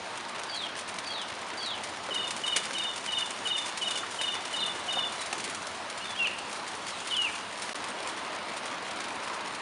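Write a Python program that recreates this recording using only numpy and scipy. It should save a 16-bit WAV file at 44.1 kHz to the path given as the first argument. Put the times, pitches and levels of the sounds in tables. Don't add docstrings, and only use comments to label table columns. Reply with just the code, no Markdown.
import sys
import numpy as np
from scipy import signal
from scipy.fft import rfft, irfft, next_fast_len
from scipy.io import wavfile
from scipy.ndimage import uniform_filter1d, map_coordinates

SR = 44100
rng = np.random.default_rng(int(sys.argv[2]) if len(sys.argv) > 2 else 0)


def file_out(sig):
    cols = np.atleast_2d(sig).T
    lim = np.clip(cols, -1, 1)
    pcm = np.round(lim * 32767).astype(np.int16)
    wavfile.write(sys.argv[1], SR, pcm)


N = 423801

BREAK_S, RESUME_S = 7.733, 7.745
# (frequency [Hz], gain [dB])
SPLASH_EQ = [(60, -25), (250, -9), (900, -6), (2200, 4.5), (4000, 2.5), (6000, 0.5), (9500, 0.5),
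             (12000, -5)]
# (frequency [Hz], gain [dB])
PAT_EQ = [(100, -27), (330, 4.5), (900, -3), (2100, 6.5), (4000, -1), (10000, -11)]


def wash():
    # (frequency [Hz], gain [dB])
    garden_eq = [(25, -37), (48, -25), (66, -20), (90, -10), (150, -13.5), (190, -6), (280, -7.5),
                 (360, -5), (450, -7), (690, -1.5), (810, -2.5), (930, 0.5), (1400, -4), (2500, -9),
                 (4200, -13.5), (6000, -21.5), (11000, -61)]
    hillside_eq = [(25, -36), (48, -29), (85, -14.5), (150, -15.5), (215, -7), (340, -6.5), (490, -8),
                   (600, -2.5), (820, -4), (950, 0), (1400, -5), (2500, -10), (4200, -15.5), (6000, -25),
                   (11000, -75)]
    spray_eq = [(1000, -39), (3000, 6.5), (5000, 2), (7000, 3.5), (9500, 1.5), (12000, -3.5)]
    t = np.arange(N) / SR
    gust_db = 1.5 * np.exp(-((t - 4.95) / 0.55) ** 2)
    garden = amp(-38.5 + gust_db) * rush(garden_eq, patchy_db=1.03)
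    hillside = amp(-36.5) * rush(hillside_eq, patchy_db=1.03)
    roar = amp(0.13 * wobble(6.1)) * np.where(t < BREAK_S, garden, hillside)
    spray_db = -48.5 + 0.93 * rain_swell_db() + 0.9 * wobble(25)
    return roar + amp(spray_db) * rush(spray_eq, patchy_db=2.5)


def patter():
    level_db = -49.5 + 1.03 * rain_swell_db()
    splashes = unit(colour(shower(count=420, spread_db=14.5, rise=0.0018, t60=0.059), SPLASH_EQ))
    ticks = unit(colour(shower(count=350, spread_db=10, rise=0.0001, t60=0.002), SPLASH_EQ))
    pats = unit(colour(shower(count=260, spread_db=1.5, rise=0.00043, t60=0.017), PAT_EQ))
    return amp(level_db) * (amp(4) * splashes + amp(-9) * ticks) + amp(-48.5) * pats


def rain_swell_db():
    # (time [s], relative level [dB])
    intensity = [(0, -51), (1.12, -54), (2.5, -48), (3.93, -45), (4.95, -47.5), (5.5, -46.5), (6.15, -50.5),
                 (7, -47), (8.7, -51.5), (9.6, -50.5)]
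    db = np.interp(np.arange(N) / SR, *np.transpose(intensity))
    return db - db.mean()


def shower(count, spread_db, rise, t60):
    track = np.zeros(N)
    for when, size, life in rng.random((count, 3)):
        drop = burst(rise, t60 * 2 ** (2 * life - 1), grain_db=1.5)
        add(track, when * N / SR, amp(spread_db * size ** 2) * drop)
    return track


def burst(rise, t60, grain_db):
    t = np.arange(SR // 8) / SR
    ticks, sizes = rng.standard_normal((2, len(t)))
    envelope = (1 - np.exp(-t / rise)) * amp(-60 * t / t60)
    return unit(ticks * amp(grain_db * sizes)) * envelope / envelope.max()


def drips():
    # (time [s], relative level [dB], decay t60 [s])
    splash_hits = [(0.4344, -29, 0.049), (0.7893, -27.5, 0.076), (0.9862, -26, .045), (1.2164, -32, 0.041),
                   (1.8357, -29, 0.12), (2.145, -27, 0.085), (2.3067, -23.5, 0.074), (2.3645, -27.5, .055),
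                   (2.4647, -28, .06), (2.4774, -26, 0.058), (2.5628, -14, .077), (2.6526, -27, .06),
                   (2.7836, -26.5, 0.042), (2.96, -29.5, 0.12), (3.0616, -26.5, .051), (3.5803, -26, 0.093),
                   (3.7737, -25.5, 0.083), (3.908, -23.5, 0.08), (4.214, -24.5, 0.084),
                   (5.3284, -22.5, 0.033), (5.6688, -28, .06), (5.8995, -27.5, .06), (6.5286, -26, 0.03),
                   (7.0559, -37, 0.039), (7.6194, -28.5, 0.2), (7.8406, -29, .06), (8.074, -27, 0.034)]
    # (time [s], relative level [dB])
    pat_hits = [(2.559, -22), (2.7078, -21.5), (4.2122, -21), (4.352, -18.5), (5.3283, -19), (5.477, -24),
                (6.2711, -20), (7.692, -21.5)]
    splashes, pats = np.zeros(N), np.zeros(N)
    for s, db, t60 in splash_hits:
        add(splashes, s - 0.001, amp(db - 4) * burst(rise=0.00091, t60=t60, grain_db=1.5))
    for s, db in pat_hits:
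        add(pats, s, amp(db - 3.5) * burst(rise=0.00058, t60=0.021, grain_db=0.5))
    return colour(splashes, SPLASH_EQ) + colour(pats, PAT_EQ)


def plops():
    # (time [s], resonance [Hz], peak level [dB], decay t60 [s])
    hits = [(1.798, 720, -28.5, .07), (2.086, 630, -30, 0.12), (2.110, 418, -34, 0.059),
            (2.594, 470, -33, .07), (4.030, 1240, -25.5, .07), (4.143, 1080, -30, 0.047),
            (4.966, 710, -25, 0.05), (4.984, 1180, -29, 0.14), (5.327, 940, -26.5, .05),
            (5.372, 350, -33, .08), (5.476, 380, -35, 0.059)]
    track = np.zeros(N)
    for s, hz, db, t60 in hits:
        thud = burst(rise=0.0013, t60=t60, grain_db=-2.5)
        b, a = signal.iirpeak(hz, Q=1.7, fs=SR)
        ring = signal.lfilter(b, a, signal.lfilter(b, a, thud))
        add(track, s, amp(db) * ring / np.abs(ring).max())
    return track


def trills():
    # (time [s], pip spacing [s], high voice base level [dB])
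    cues = [(2.117, .0427, -35), (2.445, 0.044, -34), (2.758, 0.047, -32.5), (3.088, .046, -34),
            (3.463, 0.048, -31.5), (3.825, .046, -34), (4.197, .0455, -34.5), (4.545, .045, -29.5),
            (4.893, 0.049, -30)]
    # (low voice accent [dB], high voice accent [dB])
    accents = [(-1, -1.3), (0, 0), (0, -1.3), (-2, -4.5)]
    # (time from its centre [s], base pitch [Hz], relative level [dB])
    low_pip = [(-.011, 3110, -6), (-.005, 3010, -.5), (.004, 2930, -1.5), (.017, 2860, -11)]
    # (time after the low one [s], pitch [ratio], relative level [dB])
    high_pip = [(.013, 1.008, -2.5), (0.023, .998, -1.5), (.034, .994, -2.5), (0.046, .99, -7)]
    song = np.zeros(N)
    for s, spacing, high_db in cues:
        high_hz = 3745 - 28 * (s - cues[0][0])
        for k, (low_accent, high_accent) in enumerate(accents):
            at = s + k * spacing
            length, low_pitch, low_effort, high_pitch, high_effort = rng.standard_normal(5)
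            low = np.array(low_pip) * [1 + 0.0796 * length, 1 - 0.0052 * k + 0.006 * low_pitch, 1]
            high = np.array(high_pip) * [1, high_hz * (1 - 0.0137 * k + 0.004 * high_pitch), 1]
            low_gain = amp(-30 + low_accent + 1.6 * low_effort)
            high_gain = amp(high_db + high_accent + 1.6 * high_effort)
            add(song, at + low[0, 0], low_gain * glide(low, waver_db=1.5))
            add(song, at + high[0, 0], high_gain * glide(high, waver_db=0.5))
    return song


def slurs():
    # (time [s], length [s], opening [Hz], middle [Hz], closing [Hz], level [dB])
    notes = [(6.003, .044, 2650, 2880, 3040, -42.5), (6.01, .04, 4280, 4320, 4300, -50),
             (6.044, 0.041, 3710, 3550, 3700, -39.5), (6.087, 0.058, 3560, 3430, 3520, -41.5),
             (6.153, .054, 2800, 3260, 3630, -39), (6.188, .069, 2893, 2742, 2410, -28),
             (6.254, .032, 3320, 2850, 2530, -27), (7.097, .02, 3850, 3720, 3560, -42),
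             (7.109, 0.037, 3360, 2960, 2800, -30), (7.142, .139, 3620, 2884, 2280, -28.5),
             (7.275, 0.029, 2450, 2320, 2220, -39)]
    song = np.zeros(N)
    for s, *shape in notes:
        add(song, s, glide(contour(*shape, bend=2.6, fade_db=4), waver_db=1.5))
    return song


def whistles():
    # (time [s], relative level [dB])
    whistle_cues = [(0.489, -38), (1.056, -38.5), (1.574, -36.5), (6.845, -49)]
    # (delay [s], length [s], opening [Hz], middle [Hz], closing [Hz], accent [dB])
    notes = [(0, 0.039, 4820, 4550, 4500, 0), (0.027, 0.039, 3440, 3280, 3270, -4),
             (0.034, .07, 4650, 4520, 4200, -6.5), (.058, 0.128, 4350, 3610, 2765, 0)]
    # (time [s], pitch [Hz], relative level [dB])
    chirp_cues = [(4.59, 4050, -44), (4.87, 3900, -56), (5.19, 3980, -44)]
    # (time [s], pitch [ratio], relative level [dB])
    chirp_shape = [(0, 1.02, -1), (.015, .99, 2.5), (.04, .96, -9)]
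    song = np.zeros(N)
    for s, db in whistle_cues:
        for delay, *shape in notes:
            add(song, s + delay, amp(db) * glide(contour(*shape, bend=1.05, fade_db=3.5), waver_db=3))
    for s, hz, db in chirp_cues:
        add(song, s, amp(db) * glide(np.array(chirp_shape) * [1, hz, 1], waver_db=6.5))
    return song


def contour(length, opening, middle, closing, db, bend, fade_db):
    u = np.linspace(-1, 1, 33)
    hz = middle + (np.where(u < 0, opening, closing) - middle) * np.abs(u) ** bend
    return np.column_stack([length * (u + 1) / 2, hz, db - fade_db * u ** 2])


def glide(points, waver_db):
    s, hz, db = np.transpose(points)
    t = np.arange(s[0], max(s[-1], s[0] + 0.01), 1 / SR)
    phase = 2 * np.pi * np.cumsum(np.interp(t, s, hz)) / SR
    fades = np.clip(np.minimum(t - t[0], t[-1] - t) / 0.0025, 0, 1)
    waver = wobble(130, size=SR // 2)[:len(t)]
    return np.sqrt(2) * fades * amp(np.interp(t, s, db) + waver_db * waver) * np.sin(phase)


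def echo(x, decay):
    hz, t, noise = signal.stft(rng.standard_normal(SR), SR, nperseg=256)
    tail = signal.istft(noise * amp(-60 * t / along(decay, hz)[:, None]), SR, nperseg=256)[1]
    predelayed = np.pad(tail, (200, 0)) / np.linalg.norm(tail)
    return signal.fftconvolve(x, predelayed)[:N]


def rush(eq, patchy_db):
    noise = signal.stft(rng.standard_normal(N), nperseg=512)[2]
    patches = uniform_filter1d(rng.standard_normal(noise.shape), size=4, axis=0)
    patches = uniform_filter1d(patches, size=12, axis=1)
    mottled = signal.istft(noise * amp(patchy_db * unit(patches)), nperseg=512)[1][:N]
    return unit(colour(mottled, eq))


def colour(x, eq):
    size = 2 * next_fast_len(N // 2 + 8192)
    cepstrum = irfft(np.log(amp(along(eq, np.fft.rfftfreq(size, 1 / SR)))))
    cepstrum[1:size // 2] *= 2
    cepstrum[size // 2 + 1:] = 0
    return irfft(rfft(x, size) * np.exp(rfft(cepstrum)))[:N]


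def along(points, hz):
    knots_hz, values = np.transpose(points)
    return np.interp(np.log(hz + 1), np.log(knots_hz + 1), values)


def wobble(rate, size=N):
    knots = rng.standard_normal(int(size * rate / SR) + 4)
    return map_coordinates(knots, [np.arange(size) * rate / SR])


def add(track, s, sound):
    start = max(round(s * SR), 0)
    part = track[start:start + len(sound)]
    part += sound[:len(part)]


def amp(db):
    return 10 ** (np.asarray(db) / 20)


def unit(x):
    return x / np.sqrt(np.mean(x ** 2) + 1e-20)


def scene():
    # (frequency [Hz], decay t60 [s])
    tree_decay = [(300, 0.53), (3000, 0.89), (10000, 0.3)]
    far_birds = whistles()
    near_bird = trills() + slurs()
    drops = drips() + plops()
    leaves = amp(-12) * echo(near_bird, decay=[(3000, 0.11)])
    thicket = amp(-4) * echo(far_birds, decay=[(3000, 0.35)])
    trees = amp(-12) * echo(near_bird + drops, tree_decay)
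    return (wash() + patter() + drops + near_bird + amp(-2) * far_birds + leaves + thicket + trees)[None]


def record(dry):
    # (frequency [Hz], gain [dB])
    mic_eq = [(20, -1), (7300, -0.5), (7950, -5), (8500, 1), (9700, -1), (10400, -5), (10900, -13),
              (11400, -28)]
    top_hz = 11375
    t = np.arange(N) / SR
    gate = uniform_filter1d(1.0 * ((t < BREAK_S) | (t > RESUME_S)), size=64)
    gated = colour(dry[0], mic_eq) * gate
    size = next_fast_len(N + SR // 2)
    passband = np.fft.rfftfreq(size, 1 / SR) < top_hz
    return irfft(rfft(gated, size) * passband, size)[None, :N]


dry = scene()
out = record(dry)
file_out(out)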